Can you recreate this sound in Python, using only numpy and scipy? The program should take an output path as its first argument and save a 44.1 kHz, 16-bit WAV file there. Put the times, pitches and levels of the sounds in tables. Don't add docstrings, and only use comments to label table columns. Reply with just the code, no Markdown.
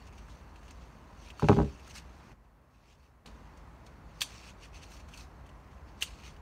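import sys
import numpy as np
from scipy import signal
from scipy.io import wavfile
from scipy.ndimage import uniform_filter1d

SR = 44100
rng = np.random.default_rng(int(sys.argv[2]) if len(sys.argv) > 2 else 0)


def waveform_to_disk(signal):
    frames = np.transpose(np.atleast_2d(signal))
    scaled = np.clip(frames, -1, 1) * 32767
    samples = np.round(scaled).astype(np.int16)
    wavfile.write(sys.argv[1], SR, samples)


def magnitude_from_level(level_db):
    exponent = np.asarray(level_db, float) / 20
    return 10 ** exponent


N = 282681
DIP_DB = -9


def evened(x):
    return x / np.sqrt(np.mean(x ** 2) + 1e-20)


def read(points, hz):
    f, value = np.transpose(points)
    return np.interp(np.log(hz + 1), np.log(f + 1), value)


def add(mix, s, sound):
    part = mix[round(s * SR):][:len(sound)]
    part += sound[:len(part)]


def noise(field_db, size):
    hz = np.fft.rfftfreq(size, 1 / SR)[:, None]
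    t = np.arange(4 * N // size + 5) * size / 4 / SR
    a, b = rng.standard_normal((len(t), len(hz), 2)).T
    gain = magnitude_from_level(field_db(hz, t))
    return signal.istft((a + 1j * b) * gain, nperseg=size, noverlap=3 * size // 4)[1][:N]


def dip(t):
    from_s, to_s, edge_s = 2.3375, 3.2535, 0.02
    return np.clip(np.minimum(t - from_s, to_s - t) / edge_s + .5, 0, 1)


def port_db(hz):
    # pitch_hz [Hz], width_hz [Hz], level_db [dB]
    resonances = [(1902, 480, -2.5), (2650, 470, 3.5), (4500, 330, 5), (4890, 280, -5), (6310, 720, 5),
                  (8890, 420, 5), (10460, 540, -13.5)]
    return sum(db / (1 + (2 * (hz - f) / w) ** 2) for f, w, db in resonances)


def hum():
    # pitch_hz [Hz], density_db [dB per Hz]
    fan_colour = [(30, -33), (70, -14.5), (115, -10.5), (190, -13.5), (300, -19), (450, -22), (800, -21.5),
                  (1030, -20.5), (1300, -25), (2000, -30.5), (3200, -43.5), (6400, -51.5), (9000, -55),
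                  (16000, -58)]
    # middle_s [s], extra_db [dB], half_width_s [s]
    gusts = [(.2, 4, 0.22), (.8, 1, .15), (1.41, 0.5, 0.086), (1.62, 11, 0.14), (1.88, 1.5, 0.13),
             (2.25, -2, 0.11), (3.26, 5, .06), (3.6, 2, .15), (5.1, 3, 0.54), (5.82, 2, 0.13),
             (6.41, 6, 0.17)]
    fans_db, rumble_db = -55.5, -54.0
    fans = noise(lambda hz, t: read(fan_colour, hz) + .25 * port_db(hz), size=2048)
    rumble = noise(lambda hz, t: -24 * np.log2((hz + 1) / 56) ** 2, size=8192)
    t = np.arange(N) / SR
    gusts_db = sum(db * np.exp(-((t - s) / wide) ** 2) for s, db, wide in gusts)
    air = magnitude_from_level(fans_db) * evened(fans) + magnitude_from_level(rumble_db + gusts_db) * evened(rumble)
    return magnitude_from_level(DIP_DB * dip(t)) * air


def stroke(t, s, db, rise, hold, fall):
    climb_db = 20 * np.maximum((s - t) / rise, 0)
    fade_db = 20 * np.maximum((t - s - hold) / fall, 0)
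    return magnitude_from_level(2 * db - climb_db - fade_db)


def movements(t):
    # full_s [s], level_db [dB], rise_s [s per 10 dB], hold_s [s],
    # fall_s [s per 10 dB]
    strokes = [(0, -65, .01, .085, .02), (.14, -68, .015, .1, 0.26), (.31, -63, .04, .015, 0.16),
               (.72, -67, .1, .1, .4), (1.28, -57, 0.1, .025, .018), (1.403, -54, 0.04, .07, 0.03),
               (1.484, -51, .02, 0.028, 0.1643), (1.804, -64.5, 0.3, .005, 0),
               (1.898, -51, 0.0047, 0.013, .01), (1.86, -59, .03, .02, .03),
               (2.017, -65.5, 0.25, 0.0045, 0.06), (2.202, -67, .4, .12, .004)]
    # full_s [s], level_db [dB], rise_s [s per 10 dB],
    # hold_s [s], fall_s [s per 10 dB]
    brushes = [(2.754, -73.5, .05, .005, .04), (2.9, -64.5, 0.085, .01, 0.057),
               (3.3, -67.5, 0.018, .01, 0.26), (4.19, -64, .06, .03, .05), (4.265, -55, .06, 0.0079, 0.076),
               (4.3, -55.5, 0.026, 0.2, 0.024), (4.64, -52, 0.027, .008, 0.023),
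               (4.745, -55.5, 0.014, .03, .03), (4.832, -51, 0.015, .005, 0.026),
               (4.475, -55, 0.027, .012, .025), (5.99, -62, .01, .03, .05), (6.07, -53.5, .05, .01, 0.07),
               (6.15, -65, .05, .05, .05), (6.265, -50.5, 0.058, 0.0088, .04)]
    # full_s [s], level_db [dB], rise_s [s per 10 dB], hold_s [s],
    # fall_s [s per 10 dB]
    slides = [
        (.65, -66, .06, .06, .015),
        (1.22, -63, .02, .01, .05),
        (1.955, -47.5, .014, .028, .018),
        (3.048, -71, .08, .005, .05),
        (4.92, -54.5, .03, .035, .04),
        (5.19, -53, .06, .02, .033),
    ]
    # full_s [s], level_db [dB], fall_ms [ms per 10 dB]
    flicks = [(.075, -55, 12), (.135, -60, 16), (.182, -56, 18), (.3, -61, 18), (.562, -58.5, 9),
              (.712, -49.5, 5), (.825, -63, 18), (2.318, -63, 8), (2.445, -74, 16), (3.275, -54.5, 25),
              (3.574, -67, 25), (3.864, -59, 19.5), (5.0, -57.5, 23), (5.088, -58, 14), (5.142, -52, 15),
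              (5.462, -67, 14), (5.493, -68, 14), (5.712, -69, 60), (5.878, -66, 42)]
    held = [sum(stroke(t, *row) for row in rows) for rows in (strokes, brushes, slides)]
    flicked = sum(stroke(t, s, db, 0.0058, 0, fall_ms / 1e3) for s, db, fall_ms in flicks)
    stir_db = -73.5 + 1.26 * DIP_DB * dip(t)
    return np.array([magnitude_from_level(2 * stir_db), *held, flicked])


def rubs():
    # pitch_hz [Hz], level_db [dB]
    rub_colour = [(600, -13), (1200, 0), (2500, 3), (3600, -2), (5400, -2), (7000, -7), (9000, -12.5),
                  (11500, -15.5), (13000, -22.5), (16000, -21)]
    tilts_db = [-0.7, -0.44, -1.3, 1.6, -1.5]
    leaf_body_db, stroke_body_db, slide_body_db = -4.3, -2.5, 1.5

    def field(hz, t):
        patches = rng.standard_normal((len(t), len(hz))).T
        patches = uniform_filter1d(patches, size=3, axis=0)
        patches = evened(uniform_filter1d(patches, size=20, axis=1))
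        flicker = evened(uniform_filter1d(rng.standard_normal(len(t)), size=2))
        powers = movements(t)
        share = powers / powers.sum(0)
        tilt = np.dot(tilts_db, share) * np.log2(np.maximum(hz, 2000) / 4000)
        body_db = leaf_body_db + (stroke_body_db - leaf_body_db) * share[1]
        body_db = body_db + (slide_body_db - leaf_body_db) * share[3]
        body = body_db / (1 + (hz / 2100) ** 6)
        return read(rub_colour, hz) + tilt + body + 2.3 * patches + 1.76 * flicker

    t = np.arange(0, N + 32, 32) / SR
    level = np.interp(np.arange(N) / SR, t, np.sqrt(movements(t).sum(0)))
    return magnitude_from_level(-2.5) * level * evened(noise(field, size=256))


def pop(t, hz, swell):
    return np.sin(2 * np.pi * hz * t) * (t / swell * np.exp(1 - t / swell)) ** 2


def ticks():
    # start_s [s], peak_db [dB], pitch_hz [Hz], hiss_db [dB]
    tick_events = [(0.07, -54, 4500, 0), (0.125, -52, 2090, -1), (0.1815, -47.5, 2720, -1),
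                   (0.2847, -40.5, 1500, -23), (0.5596, -49.5, 2700, -5), (0.63, -49, 1820, -12),
                   (0.681, -47.5, 2780, -2), (0.7086, -45.5, 6250, -4), (1.0914, -61, 1460, -7),
                   (1.3029, -36.5, 2770, -10), (1.7963, -46, 2570, -6), (1.8761, -41.5, 1300, 0),
                   (1.9139, -44, 2660, -4), (2.3166, -53, 1730, -7), (3.2607, -43.5, 4000, 1.5),
                   (3.5734, -54, 5300, 1), (3.8646, -48, 3840, 1), (4.9674, -50, 3020, 1),
                   (5.002, -56, 1450, 0), (5.0877, -45.5, 1350, 1.5), (5.1366, -39, 2850, -13),
                   (5.1746, -39.5, 4600, -1), (5.4644, -52, 1650, 3), (5.491, -50, 3000, -3),
                   (6.3639, -49.5, 3000, -6)]
    t60_s, rise_s = 0.049, 0.00055
    out, t = np.zeros(N), np.arange(4000) / SR
    thin_band = signal.butter(2, [1800, 9000], "band", fs=SR, output="sos")
    hisses = rng.standard_normal((len(tick_events), len(t)))
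    for (s, db, hz, hiss_db), hiss in zip(tick_events, hisses):
        hump = evened(signal.lfilter(*signal.iirpeak(hz, 5.5, SR), hiss))
        thin = signal.sosfilt(thin_band, hiss)
        envelope = magnitude_from_level(-12 - 60 * t / t60_s) * (1 - np.exp(-t / rise_s))
        burst = envelope * (hump + magnitude_from_level(hiss_db) * thin)
        add(out, s, magnitude_from_level(db) * (burst + 0.56 * pop(t, hz, 1.1 / hz)))
    return out


def stalk_and_shears():
    # start_s [s], peak_db [dB], pitch_hz [Hz], swell_s [s],
    # crack_db [dB]
    snaps = [(1.3958, -31, 1240, 0.0011, -12), (4.2066, -36, 4500, .0006, 1),
             (4.2092, -26.5, 4720, 0.00051, -3.5), (4.2167, -18, 3280, 0.00064, -4.5),
             (4.2182, -23, 3540, 0.00028, -1), (4.2216, -29, 3750, 0.00074, 0),
             (6.009, -51, 4000, 0.0008, 7.5), (6.013, -42, 1980, 0.0011, -1),
             (6.0146, -41, 4000, 0.00076, 4), (6.019, -38, 6270, 0.00098, -10),
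             (6.023, -19, 2985, 0.00092, -11), (6.0255, -22, 3370, 0.00038, -2),
             (6.0302, -34, 3250, 0.00073, 0)]
    # pitch_hz [Hz], level_db [dB], t60_s [s]
    blade_modes = [(520, -30, .025), (1040, -23.5, .035), (1910, -24.5, 0.034), (2800, -25.5, .07),
                   (3315, -26, .05), (4550, -29, 0.086)]
    out, t = np.zeros(N), np.arange(4000) / SR
    high = signal.butter(2, 1500, "high", fs=SR, output="sos")
    low = signal.butter(1, 5500, fs=SR, output="sos")
    hisses = signal.sosfilt(np.vstack([high, low]), rng.standard_normal((len(snaps), len(t))))
    blades = sum(magnitude_from_level(db - 60 * t / t60) * np.sin(2 * np.pi * hz * t) for hz, db, t60 in blade_modes)
    for (s, db, hz, swell, crack_db), hiss in zip(snaps, hisses):
        crack = hiss * magnitude_from_level(crack_db - 60 * t / 0.045)
        add(out, s, magnitude_from_level(db) * (pop(t, hz, swell) + blades + crack))
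    return out


def ring(modes, weights, t):
    hz, db, t60 = np.transpose(modes)[:, :, None]
    sines = magnitude_from_level(db - 60 * t / t60) * np.sin(2 * np.pi * hz * t)
    x = (weights[:, None] * sines).sum(0)
    return x / abs(x).max()


def crate():
    # start_s [s], panel_db [dB], walls_db [dB], crack_db (skin) [dB],
    # damping [dB per ms]
    blows = [(1.423, -43, -28, -47, 1.5), (1.43, -8.5, -28.5, -57, 0.9), (1.442, -21, -32.5, -47, 0.3),
             (1.486, -14.5, -16.5, -25.5, 2), (1.495, 0, -15.5, -45, 1), (1.505, -9.5, -27, -47.5, 0.3),
             (1.516, -12, -21, -45, 0.5), (1.529, -15, -25, -40, 2), (1.566, -23, -31, -48, 4),
             (1.571, -12, -32.5, -57, 0.3), (1.583, -17, -35.5, -55, 1.4), (1.588, -18, -25.5, -47, 0.2),
             (1.601, -9, -26, -49, 1.1), (1.616, -28, -33, -50, 1), (1.63, -15.5, -45, -51, 1.2),
             (1.646, -36, -58, -51, .3), (1.659, -21, -62, -56, 2.5), (1.675, -38, -62, -63, 1),
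             (3.259, -47, -55, -50, 0.4), (3.276, -43.5, -61, -57, .2)]
    # pitch_hz [Hz], level_db [dB], t60_s [s]
    panel_modes = [(65.7, -1.5, 0.34), (116, -8, 0.4), (146, 7, 0.29), (211.4, 0, 0.4), (285, -15.5, 0.48),
                   (304, -3, 0.27), (346, -12, .4), (395.2, -2, 0.2)]
    # pitch_hz [Hz], level_db [dB], t60_s [s]
    wall_modes = [(576, -3, 0.15), (727, -6.5, 0.094), (826, -0.5, 0.067), (953, 0, 0.034),
                  (1107, -5.5, 0.031), (1300, -6.5, 0.034), (1500, -6, 0.03)]
    # pitch_hz [Hz], level_db [dB], t60_s [s]
    free_modes = [(66.2, -6.5, 0.2), (113, -12.5, 0.25), (146.5, 1, 0.3), (213.4, -2.5, 0.21),
                  (278.4, -12, 0.55), (352.6, -14, .45), (395, -3, 0.12), (573.7, -8, 0.18),
                  (810, -12.5, .12)]
    out, t = np.zeros(N), np.arange(SR // 4) / SR
    place = rng.standard_normal((len(blows), len(panel_modes) + len(wall_modes) + len(free_modes)))
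    place = np.sign(place) * magnitude_from_level(2.78 * abs(place))
    band = signal.butter(2, [1400, 3300], "band", fs=SR, output="sos")
    cracks = signal.sosfilt(band, rng.standard_normal((len(blows), len(t))))
    octaves = np.log2([hz / 180 for hz, db, t60 in panel_modes])
    push = 1 - np.exp(-t / 0.0028)
    for (s, panel_db, walls_db, crack_db, grip), weights, crack in zip(blows, place, cracks):
        panel, walls, free = np.split(weights, [len(panel_modes), -len(free_modes)])
        damping = magnitude_from_level(-grip * 1000 * t)
        hardness = magnitude_from_level((2.5 + .12 * panel_db) * octaves)
        thud = ring(panel_modes, abs(panel) * hardness, t) * damping
        thud = thud + magnitude_from_level(-20.5) * ring(free_modes, abs(free), t)
        knock = ring(wall_modes, walls, t) * (damping + .15)
        blow = magnitude_from_level(panel_db + 5.5) * push * thud + magnitude_from_level(walls_db + 3.5) * knock
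        add(out, s, blow + magnitude_from_level(crack_db + 11.0 - 60 * t / 0.029) * crack)
    return signal.sosfilt(signal.butter(2, 55, "high", fs=SR, output="sos"), out)


def house(x):
    # pitch_hz [Hz], t60_s [s]
    decay = [(300, 0.26), (2000, 0.067), (5000, 0.16), (10000, 0.19), (16000, 0.035)]
    taps = np.zeros(SR // 2)
    at = np.arange(100, len(taps) - 20, 20)
    taps[at + rng.integers(0, 20, len(at))] = rng.choice([-1., 1.], len(at))
    hz, t, z = signal.stft(taps, SR, nperseg=128)
    fading = magnitude_from_level(-60 * t / read(decay, hz)[:, None])
    tail = signal.istft(z * fading, SR, nperseg=128)[1]
    return signal.fftconvolve(x, tail / np.linalg.norm(tail))[:N]


def port(x):
    log_gain = np.log(magnitude_from_level(port_db(abs(np.fft.fftfreq(4096, 1 / SR)))))
    taps = np.fft.ifft(np.exp(np.conj(signal.hilbert(log_gain)))).real[:2048]
    return signal.oaconvolve(x, taps)[:N]


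def scene():
    snips, knocks = stalk_and_shears(), crate()
    near = snips + rubs() + ticks()
    near = near + house(magnitude_from_level(-10.5) * snips + magnitude_from_level(-14) * knocks)
    return (port(near) + knocks + hum())[None]


def roll_off(x):
    return signal.sosfilt(signal.butter(12, 16650, fs=SR, output="sos"), x)


def record(dry):
    dry = dry + magnitude_from_level(-84.5) * rng.standard_normal(dry.shape)
    dry = signal.sosfilt(signal.butter(4, 40, "high", fs=SR, output="sos"), dry)
    edge = signal.firwin(511, 15750, window=("kaiser", 7), fs=SR)
    mix = signal.oaconvolve(dry, edge[None], "same")
    return roll_off(mix)


dry = scene()
out = record(dry)
waveform_to_disk(out)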